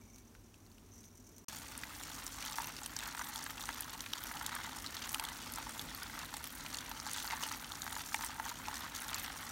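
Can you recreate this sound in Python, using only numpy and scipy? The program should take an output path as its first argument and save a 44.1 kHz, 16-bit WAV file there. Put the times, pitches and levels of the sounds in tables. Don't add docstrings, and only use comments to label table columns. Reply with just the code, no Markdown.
import sys
import numpy as np
from scipy import signal
from scipy.fft import rfft, irfft
from scipy.io import wavfile
from scipy.ndimage import uniform_filter1d

SR = 44100
rng = np.random.default_rng(int(sys.argv[2]) if len(sys.argv) > 2 else 0)


def unload_audio(sound):
    columns = np.transpose(np.atleast_2d(sound))
    steps = np.round(np.clip(columns, -1, 1) * 32767)
    wavfile.write(sys.argv[1], SR, steps.astype(np.int16))


N = 419391

TOP_HZ, SHELL_Q = 15800, 28
SCATTER = dict(t60=.009, tail_db=-12, tail_t60=.032)
# pitch_hz, level_db, t60_s
WALL_MODES = [(905, -6, 0.093), (950, -2, 0.049), (1087, 5.5, 0.01), (1323, 7.5, 0.013), (1620, 6.5, 0.017),
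              (1940, -3, 0.027)]
WALL_HZ = WALL_MODES[0][0]


def heap_in_box():
    # time_s, paper_db, shell_db
    heap_stir = [(1.5, -55.5, -50), (1.62, -58, -51), (1.8, -56.5, -57), (1.97, -55.5, -52),
                 (2.14, -54, -50), (2.31, -55, -51.5), (2.5, -52, -47.5), (2.65, -51, -48.5),
                 (2.8, -58.5, -52.5), (2.95, -56, -56.5), (3.3, -50, -50.5), (3.55, -53, -52.5),
                 (3.74, -49.5, -50.5), (4.08, -57, -53.5), (4.3, -50, -50), (4.6, -48, -54),
                 (4.92, -54, -51), (5.02, -52, -47), (5.28, -46.5, -55.5), (5.38, -55.5, -51),
                 (5.7, -53.5, -53.5), (6.55, -56, -53.5), (6.75, -51, -50), (6.85, -54.5, -51),
                 (7.0, -50.5, -54.5), (7.12, -48.5, -47), (7.52, -49, -49), (7.62, -52, -52.5),
                 (7.8, -53.5, -52), (8.0, -50.5, -49), (8.2, -55.5, -49.5), (8.35, -49.5, -54.5),
                 (8.62, -53.5, -52.5), (8.78, -47, -49), (8.9, -54, -56), (9.2, -48.5, -55),
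                 (9.5, -52, -51)]
    # start_s, length_s, paper_db, shell_db
    box_skids = [(2.414, 0.1, -53, -51), (2.995, 0.087, -48, -49), (3.167, 0.059, -48, -49.5),
                 (4.51, 0.11, -48, -57), (5.552, 0.052, -50.5, -56), (6.013, 0.043, -49, -63),
                 (6.118, 0.12, -50.5, -57), (6.428, 0.044, -61, -50), (7.297, 0.046, -48, -56),
                 (7.41, 0.072, -52.5, -47), (7.924, .05, -52, -51), (8.204, 0.068, -50, -48.5),
                 (8.442, 0.052, -47, -46.5), (8.946, 0.082, -49.5, -47.5), (9.079, 0.022, -47.5, -44.5),
                 (9.136, .12, -59, -46.5)]
    # frequency_hz, gain_db
    paper_colour = [(300, -24), (540, -22.5), (720, -5.5), (890, 1), (1050, -3.5), (1350, -1.5),
                    (1650, -4.5), (2050, -4.5), (2500, -14), (4000, -5), (9000, -42)]
    # frequency_hz, gain_db
    shell_colour = [(1200, 3), (2400, -4.5), (3300, -4), (4000, -7.5), (4550, -3.5), (4950, -8), (5600, -2),
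                    (7000, -4), (7700, -7), (9300, -4), (10400, -12.5), (11200, -7), (15800, -5.5)]
    flurries_per_s, flurry_db = 14, 1.1
    paper_db, shell_db = curve(heap_stir)
    start_s, length_s, skid_paper_db, skid_shell_db = np.transpose(box_skids)
    paper_db = skid_level(zip(start_s, length_s, skid_paper_db), paper_db + flurry_db * walk(flurries_per_s))
    shell_db = skid_level(zip(start_s, length_s, skid_shell_db), shell_db + flurry_db * walk(flurries_per_s))
    times, sizes = claw_steps(per_s=200, step_db=2.8, slip_db=1.8, slip_s=.005, uneven=2, ease_db=4)
    paper = crackle(times, sizes, lo_hz=815, hi_hz=2175, hold_s=.15,
                    q=16.7, upper_db=1.5, crack_db=2.5, **SCATTER)
    times, sizes = claw_steps(per_s=190, step_db=3, slip_db=2.2, slip_s=.0025, uneven=2.5, ease_db=3,
                              catches=4)
    shell = crackle(times, sizes, lo_hz=2375, hi_hz=13870, hold_s=.1,
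                    q=SHELL_Q, upper_db=.5, crack_db=1, crack_q=1.1, **SCATTER)
    paper = ride(colour(paper, paper_colour), paper_db)
    shell = ride(colour(shell, shell_colour), shell_db)
    return paper + shell + light_snaps(shell_db)


def shell_snaps():
    # start_s, ring_peak_db, ring_hz, tick_hz, tick_db
    snaps = [(1.485, -33, 6000, 8700, -45), (1.777, -45, 6290, 8600, -38), (1.8348, -32, 1970, 4700, -45),
             (2.0348, -39, 2300, 7400, -41.5), (2.2654, -40, 5230, 7100, -36),
             (2.4505, -35, 3200, 12660, -43), (2.523, -34, 4300, 7400, -47),
             (2.6192, -37, 5800, 7570, -38.5), (2.643, -36, 5800, 11300, -45),
             (2.671, -38, 6030, 14000, -41), (2.833, -42, 2980, 7300, -40),
             (2.8606, -31, 3080, 9100, -35.5), (2.9652, -25, 5730, 11300, -51),
             (2.989, -33, 3200, 8060, -38.5), (3.3585, -28.5, 3460, 9230, -40),
             (3.3905, -33, 4450, 8220, -56), (3.4276, -36, 6040, 9500, -49), (3.4397, -48, 1980, 9400, -39),
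             (3.464, -39, 3170, 6740, -48), (3.506, -39, 2150, 14500, -41), (3.608, -33, 3210, 7170, -43),
             (3.615, -35, 3700, 14500, -46), (3.638, -33, 3880, 6200, -50), (3.807, -41, 3770, 10600, -32),
             (4.006, -30.5, 3320, 5970, -36.5), (4.062, -33, 2000, 6950, -55),
             (4.1339, -23, 3100, 12100, -42), (4.238, -33, 3460, 14600, -36),
             (4.4632, -29.5, 3600, 7270, -31.5), (4.551, -50, 1970, 8900, -36),
             (4.8628, -29.5, 4130, 6300, -52), (4.8713, -34, 4560, 8350, -49),
             (4.9514, -44, 6200, 12000, -44), (4.9675, -30, 4120, 7010, -58), (5.092, -32, 5740, 9100, -37),
             (5.1447, -23, 2500, 9300, -32.5), (5.1969, -26, 2570, 9500, -35.5),
             (5.2385, -35, 3130, 11600, -38), (5.2507, -29, 3480, 7350, -43),
             (5.287, -33.5, 3080, 8200, -43), (5.521, -51, 2150, 11700, -39), (5.537, -39, 5310, 9000, -39),
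             (5.559, -36, 5340, 8160, -38), (5.693, -46, 5390, 8200, -41), (5.794, -28, 3500, 11100, -46),
             (5.8134, -46, 4280, 12200, -42), (5.9482, -35, 4500, 13300, -40),
             (6.032, -33, 5060, 11700, -42), (6.1905, -38, 4400, 6890, -40), (6.34, -36, 4530, 7700, -42),
             (6.368, -39.5, 2000, 9040, -38), (6.4416, -35, 2350, 10300, -40.5),
             (6.662, -33, 2410, 6200, -47), (6.744, -29.5, 4440, 6870, -41), (6.7704, -39, 4500, 6940, -38),
             (6.786, -29, 3560, 6540, -42), (7.0, -29.5, 5290, 7900, -57), (7.0654, -33.5, 4300, 7330, -44),
             (7.074, -38, 4130, 7230, -45), (7.133, -41, 3930, 9200, -33.5), (7.1624, -35, 3500, 7200, -41),
             (7.1827, -29, 3450, 8100, -54), (7.2248, -33, 3530, 7300, -45), (7.253, -34, 4300, 6440, -50),
             (7.2762, -31, 4420, 7100, -49), (7.308, -30, 2180, 6200, -46), (7.3226, -32, 2000, 7140, -46),
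             (7.397, -38, 4230, 7160, -52), (7.4255, -29, 5430, 7900, -48), (7.4363, -31, 2940, 6840, -38),
             (7.523, -30, 5900, 6400, -42), (7.719, -31, 3530, 8440, -50), (7.819, -31, 3870, 7000, -37),
             (7.9253, -34, 3530, 7150, -41), (8.144, -22, 1910, 9200, -38),
             (8.2465, -39, 5580, 9150, -34.5), (8.2635, -42, 5510, 8350, -37),
             (8.482, -38, 2250, 6800, -51), (9.0196, -41, 1980, 8960, -40.5),
             (9.131, -29.5, 2450, 8500, -49), (9.1442, -29.5, 4670, 7200, -32.5)]
    # pitch_ratio, level_db
    shell_modes = [(1, -2.5), (1.22, -4), (1.84, -6.5)]
    start_s, peak_db, ring_hz, tick_hz, tick_db = np.transpose(snaps)
    upper_loss_db = 25 * np.maximum(np.log2(ring_hz / 3200), 0)[:, None]
    shell = 0
    for ratio, db in shell_modes:
        mode = clicks(ring_hz * ratio, q=16, upper_db=-20, crack_db=-2, crack_q=2.6, order=2, **SCATTER)
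        shell = shell + mode * undb(db - upper_loss_db * (ratio > 1))
    shell = shell / np.abs(shell).max(axis=1, keepdims=True) * undb(peak_db)[:, None]
    tick = clicks(tick_hz, q=20, upper_db=-6, crack_db=1, crack_q=2.5, **SCATTER)
    tick = punch(low_cut(tick, hz=4640), tick_db)
    jolt = wall_ring(peak_db - 20, np.full(len(snaps), WALL_HZ), tilt_db=np.zeros(len(snaps)))
    return place(start_s, shell + tick + jolt)


def light_snaps(shell_db, per_s=13, lo_hz=3160, hi_hz=13900):
    when, pitch, force = rng.random((int(per_s * N / SR), 3)).T
    start_s = when * N / SR
    hz = lo_hz * (hi_hz / lo_hz) ** pitch
    level_db = shell_db[(start_s * SR).astype(int)] + 3.5 + force
    ticks = clicks(hz, q=SHELL_Q, upper_db=-7, crack_db=0, crack_q=3, **SCATTER)
    return place(start_s, punch(ticks, level_db))


def wall_knocks():
    # start_s, knock_db, pitch_hz, tilt_db_per_octave, crack_db
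    knocks = [(2.5844, -30, 920, -8, -40), (2.601, -37, 907, -21, -51), (3.149, -38.5, 925, 1, -43),
              (3.2126, -37.5, 900, 25, -48), (3.4645, -38, 900, 14, -48), (3.6902, -30.5, 920, 8, -39),
              (4.314, -36.5, 937, 7, -50), (4.412, -37.5, 930, -5, -45), (4.493, -39.5, 1000, 0, -42),
              (4.529, -41, 970, -16, -48), (4.646, -40.5, 900, 3, -46), (5.1966, -39, 896, -16, -42),
              (5.5839, -37, 890, -19, -44), (5.6681, -41, 890, -34, -65), (6.3404, -38, 845, -20, -44),
              (6.9146, -38, 906, -9, -42), (7.2526, -39, 900, 6, -52), (7.3337, -35, 880, -18, -42),
              (7.516, -40, 930, 22, -39), (7.8655, -37, 860, 3, -44), (7.878, -37, 895, 6, -43),
              (7.965, -36, 915, -9, -45), (8.1437, -33, 860, -21, -32.5), (8.192, -41, 904, -16, -54),
              (8.2092, -38, 920, 0, -40), (8.238, -34.5, 942, -5, -51), (8.3984, -31, 890, -8, -45),
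              (8.6832, -35.5, 890, -31, -38.5)]
    start_s, knock_db, pitch_hz, tilt_db, crack_db = np.transpose(knocks)
    crack_hz = 2500 * np.exp(.06 * rng.standard_normal(len(knocks)))
    crack = low_cut(clicks(crack_hz, q=7.7, upper_db=-3, crack_db=3, **SCATTER), hz=1660)
    return place(start_s, wall_ring(knock_db, pitch_hz, tilt_db) + punch(crack, crack_db))


def wall_ring(level_db, pitch_hz, tilt_db):
    blows = []
    for pitch, tilt in zip(pitch_hz, tilt_db):
        modes = [(hz * pitch / WALL_HZ, db + tilt * np.log2(hz / WALL_HZ), t60)
                 for hz, db, t60 in WALL_MODES]
        blows.append(low_cut(ring(modes, jitter=.01, size=2048), hz=.86 * pitch, order=6))
    return punch(np.array(blows), level_db)


def heap_in_bowl(end_s):
    # frequency_hz, gain_db
    bowl_colour = [(1000, -25), (2300, -29), (4900, -27), (5500, 7.5), (6200, 6.5), (7700, -6), (9300, -5),
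                   (10400, -15), (11700, -4), (15800, -9)]
    # pitch_hz, level_db, t60_s
    bowl_modes = [(2280, 5, 0.032), (5700, 8, 0.085), (6000, 7, 0.13), (6330, 7, 0.1), (6920, 4, 0.06),
                  (7500, 1, .05), (8400, 4, 0.04), (8700, 0, 0.04), (9340, 5, 0.043)]
    # start_s, length_s, level_db, sing_hz, sing_db
    bowl_skids = [(0.01, 0.21, -72, 2280, -77), (0.096, .1, -67, 5720, -73),
                  (0.918, 0.16, -61.5, 6230, -68), (1.152, 0.067, -62.5, 5870, -70),
                  (1.254, 0.066, -62, 5950, -71), (1.36, 0.033, -64, 6200, -71)]
    # start_s, level_db, pitch_hz
    bowl_clicks = [(0.16, -55, 6400), (0.1835, -54, 6230), (0.351, -54, 1530), (0.542, -55, 2640),
                   (0.664, -59.5, 4330), (0.716, -59, 4440), (0.782, -57, 2840), (1.04, -57, 3770),
                   (1.382, -50, 7160)]
    times, sizes = claw_steps(per_s=42, step_db=1, slip_db=3, slip_s=.0015, uneven=.35, ease_db=.5,
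                              catches=8)
    early = times[:, 0] < end_s
    scratch = crackle(times[early], sizes[early], lo_hz=4000, hi_hz=9500, hold_s=.03,
                      q=8, upper_db=0, crack_db=8, t60=.003, tail_db=-15, tail_t60=.018)
    metal = signal.oaconvolve(scratch, ring(bowl_modes))[:N]
    scrape = unit(colour(scratch, bowl_colour)) + undb(-3.5) * unit(metal)
    scrape = ride(scrape, skid_level([row[:3] for row in bowl_skids], rest_db=-72.5))
    sing_t60_s = .06
    for start_s, length_s, _, sing_hz, sing_db in bowl_skids:
        singing = signal.oaconvolve(scratch, ring([(sing_hz, 0, sing_t60_s)]))[:N]
        scrape += ride(singing, skid_level([(start_s, length_s, sing_db)], rest_db=-np.inf))
    tap_s, tap_db, tap_hz = np.transpose(bowl_clicks)
    taps = clicks(tap_hz, q=10, upper_db=-8, crack_db=-1, t60=.007, tail_db=-7, tail_t60=.05)
    return scrape + place(tap_s, punch(taps, tap_db))


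def claw_steps(per_s, step_db, slip_db, slip_s, uneven, ease_db, catches=2):
    draw = rng.random((int(per_s * N / SR), 2 + 2 * catches))
    start_s = (np.arange(len(draw)) + uneven * draw[:, 0]) / per_s
    times = start_s[:, None] - slip_s * np.cumsum(np.log(draw[:, 1:1 + catches]), axis=1)
    force = np.minimum(-np.log(draw[:, 1 + catches:]), 3.2)
    return times, undb(step_db * force[:, :1] + slip_db * force[:, 1:] - ease_db * np.arange(catches))


def crackle(times, sizes, lo_hz, hi_hz, hold_s, claws=7, **click):
    spots = rng.random((claws, 1024))
    claw = rng.integers(0, claws, 4000)[:len(times)]
    turn = (times[:, 0] / hold_s + claw / claws).astype(int)
    spot = spots[claw, turn % spots.shape[1]]
    wobble = rng.uniform(.97, 1.03, (4000, times.shape[1]))[:len(times)]
    hz = (lo_hz * (hi_hz / lo_hz) ** spot[:, None] * wobble).ravel()
    gain = sizes.ravel() / hz ** .12
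    return place(times.ravel(), gain[:, None] * clicks(hz, size=1024, **click))


def skid_level(skids, rest_db, attack_s=.0024, release_s=.021, sag_db_per_s=3):
    t = np.arange(N) / SR
    power = undb(rest_db) ** 2
    for start_s, length_s, db in skids:
        age = np.maximum(t - start_s, 0)
        gate = np.minimum(age / attack_s, 1) * np.exp(-np.maximum(age - length_s, 0) / release_s)
        power = power + (gate * undb(db - sag_db_per_s * age)) ** 2
    return 10 * np.log10(power)


def clicks(hz, q, upper_db, crack_db, t60, tail_db, tail_t60, crack_q=.55, order=1, size=2048):
    hz = np.asarray(hz)[:, None]
    f = (np.arange(size // 2 + 1) + 1e-6) * SR / size
    t = np.arange(size) / SR
    rise = 1 - fade(.0015, size)
    ratios = np.cumprod(1.15 + .6 * rng.random((len(hz), 2)), axis=1)
    tone = 0
    for mode_hz, db in (hz, 0), (hz * ratios[:, :1], upper_db), (hz * ratios[:, 1:], upper_db):
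        decay = np.exp(-np.pi * np.sqrt(hz * mode_hz) * t / q)
        tone = tone + undb(db) * (mode_hz < TOP_HZ) * np.sin(2 * np.pi * mode_hz * t) * decay
    envelope = rise * (fade(t60, size) + undb(tail_db) * fade(tail_t60, size))
    burst = rng.standard_normal((len(hz), size)) * envelope
    crack = irfft(rfft(burst) / (1 + 1j * crack_q * (f / hz - hz / f)) ** order)
    return punch(tone * rise) + punch(crack, crack_db)


def ring(modes, jitter=0, size=4096):
    t = np.arange(size) / SR
    out = 0
    for hz, db, t60 in modes:
        detuned_hz = hz * (1 + jitter * rng.standard_normal())
        out = out + undb(db) * fade(t60, size) * np.sin(2 * np.pi * detuned_hz * t)
    return out


def room_tone(tone, rumble_db, hum_db, hum_hz=96.2):
    rumble = unit(colour(rng.standard_normal(N), tone)) * undb(rumble_db + .7 * walk(6))
    hum = np.sin(2 * np.pi * np.cumsum(hum_hz * (1 + .0066 * walk(9))) / SR)
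    return low_cut(rumble, hz=34.7) + hum * undb(hum_db + 1.5 * walk(4.1))


def undb(db):
    return 10 ** (np.asarray(db) / 20)


def unit(x):
    return x / np.sqrt(np.mean(x ** 2) + 1e-20)


def punch(x, db=0):
    power = uniform_filter1d(x ** 2, 88, axis=-1, mode="constant")
    return x / np.sqrt(power.max(axis=-1, keepdims=True)) * undb(db)[..., None]


def ride(x, db):
    power = np.abs(uniform_filter1d(x ** 2, 6000))
    return x * undb(db) / np.sqrt(power + 1e-4 * np.mean(x ** 2))


def curve(table):
    time_s, *columns = np.transpose(table)
    return [np.interp(np.arange(N) / SR, time_s, column) for column in columns]


def walk(per_s):
    knots = rng.standard_normal(4096)
    return np.interp(np.arange(N) / SR * per_s, np.arange(len(knots)), knots)


def fade(t60, size):
    return np.exp(-np.log(1000) * np.arange(size) / SR / t60)


def colour(x, points, size=8192):
    hz, db = np.transpose(points)
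    bin_hz = np.arange(size // 2 + 1) * SR / size
    log_gain = np.log(undb(np.interp(np.log(bin_hz + 1), np.log(hz), db)))
    cepstrum = irfft(log_gain)[:size // 2]
    cepstrum[1:] *= 2
    return signal.oaconvolve(x, irfft(np.exp(rfft(cepstrum, size))))[:len(x)]


def low_cut(x, hz, order=4):
    return signal.sosfilt(signal.butter(order, hz, "highpass", fs=SR, output="sos"), x)


def place(times, sounds):
    out = np.zeros(2 * N)
    for start_s, sound in zip(times, sounds):
        i = max(int(start_s * SR), 0)
        out[i:i + len(sound)] += sound
    return out[:N]


def scene():
    # frequency_hz, gain_db
    bowl_room = [(22, -22), (45, 2.5), (85, -7.5), (110, -0.5), (130, -21), (165, -6), (192, -14),
                 (232, -0.5), (290, -9), (420, -12.5), (520, -20.5), (1000, -21), (2000, -28.5),
                 (15800, -34)]
    # frequency_hz, gain_db
    box_room = [(22, -15.5), (48, 2.5), (75, -3.5), (108, -3), (130, -10.5), (160, -2.5), (192, -13),
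                (230, -1.5), (270, -2), (325, -8), (380, -15), (600, -14), (2000, -15.5), (15800, -27)]
    # time_s, level_db
    room_swell = [(1.5, -53.5), (3.8, -53.5), (5.7, -51.5), (6.8, -53), (9.5, -52.5)]
    bowl_end_s, box_start_s = 1.445, 1.483
    t = np.arange(N) / SR
    swell_db, = curve(room_swell)
    in_bowl = heap_in_bowl(bowl_end_s) + room_tone(bowl_room, rumble_db=-59, hum_db=-64.5)
    in_box = heap_in_box() + wall_knocks() + shell_snaps()
    in_box += room_tone(box_room, rumble_db=swell_db, hum_db=-66.5)
    return (in_bowl * (t < bowl_end_s) + in_box * (t > box_start_s))[None]


def record(dry):
    return signal.sosfilt(signal.ellip(10, .2, 70, TOP_HZ, fs=SR, output="sos"), dry)


dry = scene()
out = record(dry)
unload_audio(out)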